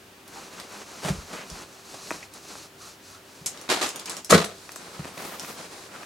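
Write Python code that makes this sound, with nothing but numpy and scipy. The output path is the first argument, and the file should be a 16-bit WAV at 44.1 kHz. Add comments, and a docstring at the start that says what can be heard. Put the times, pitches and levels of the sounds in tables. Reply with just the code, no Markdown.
"""A leather boot is tightened on a rug by an entry door, heard from close by on the floor.
Sleeves rustle as fluttering noise and laces sing as narrow-band noise; the sole scuffs in grainy noise.
Thuds, knocks and a small metal jingle are damped modes; lace tips and plastic creases snap in short noise.
A filled plastic pouch rattles in two bursts of tiny contacts, the second as it thumps on a shelf.
Then a cloth bag is picked up; below it all lie soft air noise, a motor's hum and a short room echo."""
import sys
import numpy as np
from scipy import signal
from scipy.fft import rfft, irfft, next_fast_len
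from scipy.io import wavfile
from scipy.ndimage import uniform_filter1d, map_coordinates

SR = 44100
rng = np.random.default_rng(int(sys.argv[2]) if len(sys.argv) > 2 else 0)


def to_wav(s):
    """Save 16-bit WAV."""
    ch = np.atleast_2d(s).T  # columns
    pcm = np.round(np.clip(ch, -1, 1) * 32767)  # PCM
    wavfile.write(sys.argv[1], SR, pcm.astype(np.int16))


N = 266893
T = np.arange(SR // 2) / SR  # time since a contact [s]

# bright spectrum of crackling plastic and of metal shimmer: (frequency [Hz], level [dB])
CRACKLE_SPECTRUM = [(1500, -8), (4500, -3.5), (6200, 2.5), (7600, 3), (9500, -3.5), (12500, -9),
                    (16000, -25)]


def amp(db):
    """Decibels to gain."""
    return 10 ** (np.asarray(db) / 20)


def unit(x):
    """x at rms 1."""
    return x / np.sqrt(np.mean(x ** 2) + 1e-20)


def along(points, hz):
    """(Hz, value) points read on a log frequency axis."""
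    f, v = np.transpose(points)
    return np.interp(np.log(hz + 1), np.log(f), v)


def wobble(knots_per_s):
    """A smooth random curve through normal random knots."""
    knots = rng.standard_normal(int(N * knots_per_s / SR) + 4)
    return map_coordinates(knots, [np.arange(N) * knots_per_s / SR])


def filtered(x, response):
    """x times a response of frequency in Hz."""
    n = x.shape[-1]
    m = next_fast_len(n + SR // 2)
    return irfft(rfft(x, m) * response(np.fft.rfftfreq(m, 1 / SR)), m)[..., :n]


def add(track, start_s, sound):
    """Mix a sound into a track at start_s."""
    part = track[..., max(round(start_s * SR), 0):][..., :sound.shape[-1]]
    part += sound[..., :part.shape[-1]]


def grains(spectrum, per_s, smooth, size=N):
    """Mid and side texture of rms 1: per_s tiny contacts a second plus smooth noise, shaped by a spectrum."""
    hits = rng.random(size) < per_s / SR
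    contacts = rng.uniform(-1, 1, (2, size)) * hits
    drive = unit(contacts) + smooth * rng.standard_normal((2, size))
    return unit(filtered(drive, lambda hz: amp(along(spectrum, hz))))


def swell(rise_s, t60_s):
    """An envelope that grows for rise_s and then decays exponentially."""
    return np.minimum(T / rise_s, 1) ** 2 * amp(-60 * np.maximum(T - rise_s, 0) / t60_s)


def ring(modes, scatter_db):
    """Damped modes of alternating sign, at new random strengths for each blow."""
    out = np.zeros(len(T))
    for k, (hz, db, t60_s) in enumerate(modes):
        decay = amp(db + scatter_db * rng.normal() - 60 * T / t60_s)
        out += (-1) ** k * decay * np.sin(2 * np.pi * hz * T)
    return out


def struck(modes, centre_hz, focus_db):
    """The struck spot favours modes near one pitch; focus_db is lost one octave away."""
    return [(hz, db - focus_db * np.log2(hz / centre_hz) ** 2, t60_s) for hz, db, t60_s in modes]


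def fabric(moves, weave):
    """The hand speeds up and slows in each move; folds rub low and the weave hisses high, both fluttering."""
    # spectrum of rubbing folds: (frequency [Hz], level [dB])
    rub_spectrum = [(90, -35), (170, 1.5), (300, -1.5), (480, -0.5), (850, -2), (1300, -2), (1750, -6.5),
                    (2400, -8), (3200, -11), (6000, -32)]
    speed_power = 0.37  # loudness grows as this power of hand speed
    ease_s = 0.04  # averaging of the power softens starts and stops
    flutter_db, flutter_per_s = 1.7, 45  # folds catch and let go
    power = np.zeros((2, N))
    for start_s, length_s, rub_db, hiss_db in moves:
        speed = np.abs(np.sin(np.pi * np.arange(round(length_s * SR)) / (length_s * SR)))
        add(power, start_s, (amp([[rub_db], [hiss_db]]) * speed ** speed_power) ** 2)
    rub, hiss = np.sqrt(np.abs(uniform_filter1d(power, round(ease_s * SR))))
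    flutter = flutter_db * wobble(flutter_per_s)
    low = rub * amp(flutter) * grains(rub_spectrum, per_s=1500, smooth=1.0)
    high = hiss * amp(flutter / 2) * grains(weave, per_s=4000, smooth=2.4)
    return low + high


def sleeves():
    """Hands tug at the boot and its laces, and the sleeve cloth rubs and hisses along."""
    # tugs: (start [s], length [s], rub level [dB], hiss level [dB])
    tugs = [(.27, .14, -49.5, -52.5), (.335, 0.073, -44, -46.5), (.4, 0.094, -45, -46.5),
            (.5, .18, -45.5, -47.5), (.68, 0.17, -44, -46), (.83, 0.51, -45.5, -45.5),
            (1.3, 0.15, -41.5, -46), (1.45, 0.21, -44.5, -45), (1.65, 0.23, -54.5, -52),
            (1.85, .18, -48.5, -45.5), (2.0, 0.18, -47.5, -42), (2.12, 0.15, -48.5, -46.5),
            (2.33, 0.068, -49.5, -47), (2.41, .27, -51, -45.5), (2.49, .1, -46, -47.5),
            (2.785, 0.16, -60, -46.5), (3.03, 0.16, -58, -49), (3.25, 0.22, -57.5, -54)]
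    # spectrum of the sleeve weave: (frequency [Hz], level [dB])
    sleeve_hiss = [(1200, -5.5), (1900, -26), (2500, -2.5), (3100, -9.5), (4100, 2), (5200, 0), (6300, 1.5),
                   (8500, -5), (11700, -11), (16000, -31)]
    return fabric(tugs, sleeve_hiss)


def strokes():
    """A lace or smooth fold slides past; its irregular slips sing softly in one band."""
    # slides: (time [s], length [s], level [dB], centre [Hz], sharpness)
    slides = [(0.34, 0.063, -43.5, 800, 6.6), (1.349, 0.11, -43.5, 1870, 2),
              (2.219, 0.029, -44.5, 2200, 4.1), (2.439, 0.12, -57, 2520, 12),
              (2.782, 0.16, -51.5, 1280, 4.1), (3.06, .16, -53, 1300, 5), (4.069, 0.027, -40.5, 2550, 5.1),
              (5.119, 0.31, -48, 12000, 2.4), (5.372, 0.22, -48, 11600, 2), (5.929, 0.048, -45, 1290, 5.7)]
    out = np.zeros((2, N))
    for start_s, length_s, db, centre_hz, sharpness in slides:
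        resonance = lambda hz: 1 / (1 + 1j * sharpness / 2 * (hz / centre_hz - centre_hz / (hz + 1))) ** 2
        slips = unit(filtered(rng.laplace(size=(2, len(T))), resonance))
        add(out, start_s, amp(db) * np.sin(np.pi * np.minimum(T / length_s, 1)) * slips)
    return out


def scuffs():
    """Each drag catches on many tufts of the rug."""
    # drags of sole, leather and bag: (time [s], rise [s], t60 [s], level [dB])
    drags = [(1.0, 0.057, 0.31, -27.5), (1.07, 0.019, 0.1, -25.5), (1.322, 0.012, 0.21, -35.5),
             (1.605, 0.016, 0.14, -42.5), (1.93, 0.014, 0.09, -40), (5.052, 0.026, 0.14, -38.5),
             (5.168, 0.01, 0.067, -36), (5.206, .016, .085, -36), (5.244, 0.0065, 0.081, -33),
             (5.48, 0.019, 0.078, -40.5)]
    # spectrum of the dragging: (frequency [Hz], level [dB])
    grit = [(50, -23), (160, -3), (270, -7), (600, -4), (1200, -10), (2500, -14), (5000, -17.5),
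            (9000, -20), (16000, -38)]
    out = np.zeros((2, N))
    for start_s, rise_s, t60_s, db in drags:
        tufts = grains(grit, per_s=1200, smooth=1.0, size=len(T))
        add(out, start_s, amp(db) * swell(rise_s, t60_s) * tufts)
    return out


def thuds():
    """The rug softens each footfall; the boards ring briefly and the joists sway below them."""
    # weight lands: (time [s], level [dB], sway relative to that level [dB])
    footfalls = [(1.046, -33.5, -31), (1.101, -21.5, -19), (1.138, -43, -4), (1.176, -48, 5),
                 (1.516, -43, -2), (3.411, -46, -32), (4.993, -33, -22)]
    # floorboard modes: (frequency [Hz], level [dB], t60 [s])
    board_modes = [(83, -20, 0.27), (151.4, 4, 0.067), (198, -8, 0.12), (334, 7, 0.0096)]
    # joist modes: (frequency [Hz], level [dB], t60 [s])
    joist_modes = [(37.7, -6.5, 0.38), (65, 6.5, 0.11)]
    out = np.zeros(N)
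    for start_s, db, sway_db in footfalls:
        sway = amp(sway_db) * ring(joist_modes, scatter_db=1)
        boards = ring(board_modes, scatter_db=1)
        soft_onset = 1 - np.exp(-T / 0.0026)
        add(out, start_s, amp(db + 6.5) * (boards + sway) * soft_onset)
    return out


def knocks():
    """The boot and handled things knock: dry, heavily damped modes with a brief noise crack."""
    # contacts: (time [s], level [dB], pitch centre [Hz])
    contacts = [(0.596, -49, 4000), (2.1067, -15.5, 1400), (2.113, -15, 680), (2.1223, -27, 1800),
                (2.229, -34, 2560), (2.452, -33, 600), (2.554, -29, 900), (3.6795, -32, 1300),
                (3.818, -34, 450), (3.8266, -22, 4020), (4.6921, -25, 1530), (4.761, -27.5, 890),
                (4.9934, -28, 596), (5.0465, -26, 1470), (5.054, -23.5, 600), (5.178, -31, 2300),
                (5.4473, -27.5, 2000), (5.961, -31, 1300), (6.033, -29, 1800)]
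    # modes before focusing on the pitch centre: (frequency [Hz], level [dB], t60 [s])
    body_modes = [(292, -1.5, 0.03), (590, -2, 0.013), (910, 5, 0.005), (1200, 5.5, 0.0048),
                  (1860, -2.5, 0.0086), (2540, -5, 0.017), (5840, 4, 0.0077)]
    out = np.zeros(N)
    for start_s, db, centre_hz in contacts:
        body = ring(struck(body_modes, centre_hz, focus_db=4.0), scatter_db=0.5)
        crack = 0.41 * amp(-60 * T / 0.0068) * rng.standard_normal(len(T))
        add(out, start_s, amp(db - 1) * (body + crack))
    return filtered(out, lambda hz: 1 / (1 + (hz / 9500) ** 4))  # leather and cloth dull the crack


def crinkles(count):
    """Fingers work the pouch; lesser creases give way at random times, strengths and brightnesses."""
    from_s, to_s = 3.97, 4.17
    level_db, spread_db, centre_hz = -23, 1.5, 5500
    events = []
    for when, force, tone in rng.uniform(-1, 1, (count, 3)):
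        start_s = np.interp(when, [-1, 1], [from_s, to_s])
        events.append((start_s, level_db + spread_db * force, centre_hz * 2 ** (tone / 2)))
    return events


def snaps():
    """Lace tips tick and creases snap: milliseconds of noise in one broad resonance, dulled at the top."""
    # distinct snaps: (time [s], level [dB], brightness [Hz])
    ticks = [(0.2788, -30, 11200), (0.599, -20, 3820), (1.5002, -22, 5900), (2.3376, -27, 8960),
             (3.574, -25, 4200), (3.613, -24, 6600), (3.89, -13.5, 5500), (3.959, -16.5, 7200),
             (3.9964, -24, 8300), (4.057, -20, 4430), (4.096, -14.5, 6800), (4.1003, -18, 3990),
             (4.1673, -17.5, 6040), (4.246, -18.5, 8000), (4.447, -14, 8500), (4.7185, -23.5, 8500),
             (4.759, -18.5, 7300), (5.3961, -18.5, 5730)]
    out = np.zeros((2, N))
    for start_s, db, centre_hz in ticks + crinkles(count=6):
        resonance = lambda hz: 1 / (1 + 1.1j * (hz / centre_hz - centre_hz / (hz + 1)))
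        dulled = lambda hz: resonance(hz) / (1 + (hz / 13500) ** 6)
        tone = unit(filtered(rng.standard_normal((2, len(T))), dulled))
        add(out, start_s, amp(db - 10.5) * swell(0.00082, 0.012) * tone)
    return out


def jingle():
    """Small metal parts bounce on each other: a few strong partials in a dense shimmer."""
    # bounces: (time [s], level [dB])
    bounces = [(3.46, -23), (3.4621, -23), (3.463, -35.5), (3.475, -36)]
    # metal partials: (frequency [Hz], level [dB], t60 [s])
    partials = [(5270, -8, 0.094), (6460, -21, .12), (7000, -17, 0.12), (7600, -11, .12),
                (8500, -13, 0.085), (8250, -8, .15), (8495, 2, 0.099), (10700, -2, .07), (11200, 3.5, .05)]
    out = np.zeros((2, N))
    for start_s, db in bounces:
        add(out[0], start_s, amp(db - 9.5) * ring(partials, scatter_db=1.5))
        shimmer = grains(CRACKLE_SPECTRUM, per_s=12000, smooth=0.11, size=len(T))
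        add(out, start_s, amp(db - 5.0 - 60 * T / 0.13) * shimmer)
    return out


def pouch():
    """Loose pieces collide in a dense swarm and crackle against the plastic skin."""
    # contents pile up: (time [s], rise [s], t60 [s], clatter level [dB], crackle level [dB])
    shakes = [(3.686, 0.0066, 0.31, -26, -46), (3.698, 0.0019, 0.32, -19, -28.5),
              (3.721, 0.0037, 0.26, -24.5, -47), (3.808, 0.0071, 0.21, -22.5, -34),
              (3.823, 0.0041, 0.25, -24, -29.5), (3.851, .025, 0.11, -56, -36),
              (4.29, 0.024, 0.098, -17.5, -16.5), (4.316, 0.019, 0.32, -14.5, -26.5)]
    # spectrum of the colliding pieces: (frequency [Hz], level [dB])
    clatter = [(90, -27), (240, -4.5), (400, 1), (520, -5.5), (660, -0.5), (850, -4), (1250, -3.5),
               (1700, -6.5), (3000, -9), (4200, -6.5), (5500, -14), (10000, -20.5), (16000, -39)]
    clump_db, clumps_per_s = 1.8, 220  # pieces arrive in clumps
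    out = np.zeros((2, N))
    for start_s, rise_s, t60_s, clatter_db, crackle_db in shakes:
        pieces = amp(clatter_db) * grains(clatter, per_s=1300, smooth=0.5, size=len(T))
        skin = amp(crackle_db) * grains(CRACKLE_SPECTRUM, per_s=2000, smooth=0.6, size=len(T))
        add(out, start_s, swell(rise_s, t60_s) * (pieces + skin))
    return out * amp(clump_db * wobble(clumps_per_s))


def shelf():
    """The pouch lands: a hard edge excites the panel's upper modes, the soft bulk its low ones."""
    # blows: (time [s], level [dB], pitch centre [Hz])
    blows = [(4.304, -15, 1210), (4.3153, -11.5, 170), (4.3215, -6.5, 600), (4.3239, -4, 1490),
             (4.335, -6, 147), (4.346, -4, 199), (4.347, -11, 460), (4.4, -32, 890)]
    # panel modes, t60 before the cap: (frequency [Hz], level [dB], t60 [s])
    panel_modes = [(93.6, -6.5, 0.28), (162, -1.5, 0.13), (216, 3.5, 0.14), (276, -13.5, 0.28),
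                   (338, -0.5, 0.1), (430, 2.5, 0.15), (485, 2, 0.28), (539.5, 6, 0.13), (624, 7, 0.053),
                   (678.4, 0.5, 0.3), (1090, 2.5, 0.13), (1228, -1, 0.091), (1304, 1, 0.1),
                   (1357, -7, 0.14), (1504, -9, 0.26), (1665, -16, 0.18), (1920, -3.5, 0.12),
                   (2280, -8, .13)]
    max_t60_s = 0.19  # longest ring of any panel mode
    out = np.zeros((2, N))
    capped = [(hz, db, min(t60_s, max_t60_s)) for hz, db, t60_s in panel_modes]
    for start_s, db, centre_hz in blows:
        panel = ring(struck(capped, centre_hz, focus_db=10), scatter_db=1)
        blow = amp(db - 7.5) * panel * (1 - np.exp(-T / 0.00058))
        add(out[0], start_s, blow)
        side_delay_s = rng.uniform(0.00093, 0.00302)  # the side follows, by a random delay for each blow
        add(out[1], start_s + side_delay_s, amp(-6) * blow)
    return out


def bag():
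    """The pouch and then the bag are turned in the hands, rubbing and hissing as cloth."""
    # turns: (start [s], length [s], rub level [dB], hiss level [dB])
    turns = [(3.45, 0.28, -48, -51.5), (3.91, 0.21, -45, -55), (4.06, .15, -42, -46.5),
             (4.49, 0.31, -56.5, -51), (4.71, 0.46, -45.5, -48.5), (5.14, 0.25, -40, -45.5),
             (5.38, 0.18, -41, -44), (5.55, 0.12, -42.5, -44.5), (5.66, 0.23, -45.5, -47),
             (5.9, 0.16, -44, -49.5)]
    # spectrum of the hiss: (frequency [Hz], level [dB])
    bag_hiss = [(1200, -3.5), (2800, -9.5), (3900, 5.5), (6500, 2.5), (8700, 0), (12000, -7.5),
                (16000, -37)]
    return fabric(turns, bag_hiss)


def still_room():
    """Soft air noise and the hum of an appliance motor, wavering in pitch and level."""
    # air noise spectrum: (frequency [Hz], level [dB])
    air_spectrum = [(15, -57), (25, -55), (53, -12.5), (102, -8.5), (326, -5), (394, -8.5), (460, -8),
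                    (677, -10), (775, -11), (1700, -13.5), (2050, -16), (2480, -14.5), (16000, -27.5)]
    # motor partials: (frequency [Hz], level [dB])
    hum_partials = [(96.9, -65), (290.7, -70), (387.6, -58)]
    noise = rng.standard_normal((2, N))
    air = amp(-51) * unit(filtered(noise, lambda hz: amp(along(air_spectrum, hz))))
    clock_s = np.cumsum(1 + 0.002 * wobble(10)) / SR
    for hz, db in hum_partials:
        air[0] += amp(db + 1.5 * wobble(7)) * np.sin(2 * np.pi * hz * clock_s)
    return air


def hallway(x):
    """Mid and side echo of the near walls: a noise tail in which each frequency dies at its own speed."""
    # echo decay: (frequency [Hz], t60 [s])
    decay = [(100, 0.33), (400, 0.32), (2000, 0.3), (7000, 0.25), (14000, 0.056)]
    hz, t, z = signal.stft(rng.standard_normal((2, SR // 2)), SR, nperseg=256)
    tail = signal.istft(z * amp(-60 * t / along(decay, hz)[:, None]), SR)[1]
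    delay = round(0.003 * SR)
    tail = np.pad(tail / np.linalg.norm(tail[0]), ((0, 0), (delay, 0)))
    return signal.fftconvolve(x[None], tail, axes=1)[:, :N]


def scene():
    """Direct thuds and knocks are centred; boot sounds are narrowest near 4 kHz, farther ones in the bass."""
    # side gain at the boot: (frequency [Hz], level [dB])
    near_width = [(150, -17), (380, -11.5), (700, -8), (2400, -5.5), (4400, -47), (8000, -20),
                  (13000, -6.5)]
    # side gain further off: (frequency [Hz], level [dB])
    far_width = [(60, -16), (120, -19), (240, -17), (480, -10), (950, -6.5), (1890, -3), (3770, -6),
                 (7520, -5), (15000, -6)]
    thud, knock, snap, thump = thuds(), knocks(), snaps(), shelf()
    metal, rattle = jingle(), pouch()
    send = amp(-14) * thud + amp(-12.5) * knock + amp(-2) * snap[0]
    send += amp(-11) * thump[0] + amp(-11.5) * metal[0] + amp(-17) * rattle[0]
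    near = sleeves() + scuffs() + strokes()
    far = bag() + snap + metal + rattle + thump + still_room() + hallway(send)
    mid = near[0] + far[0] + thud + knock
    near_side = filtered(near[1], lambda hz: amp(along(near_width, hz)))
    far_side = filtered(far[1], lambda hz: amp(along(far_width, hz)))
    side = near_side + far_side
    return np.array([amp(-0.25) * (mid + side), amp(-0.6) * (mid - side)])


def record(dry):
    """A high-pass drops the deepest bass, peaks clip at full scale and a steep band limit follows."""
    top_hz = 16100
    sound = signal.sosfilt(signal.butter(2, 28, "highpass", fs=SR, output="sos"), dry)
    return filtered(np.clip(sound, -1, 1), lambda hz: hz < top_hz)


dry = scene()
out = record(dry)
to_wav(out)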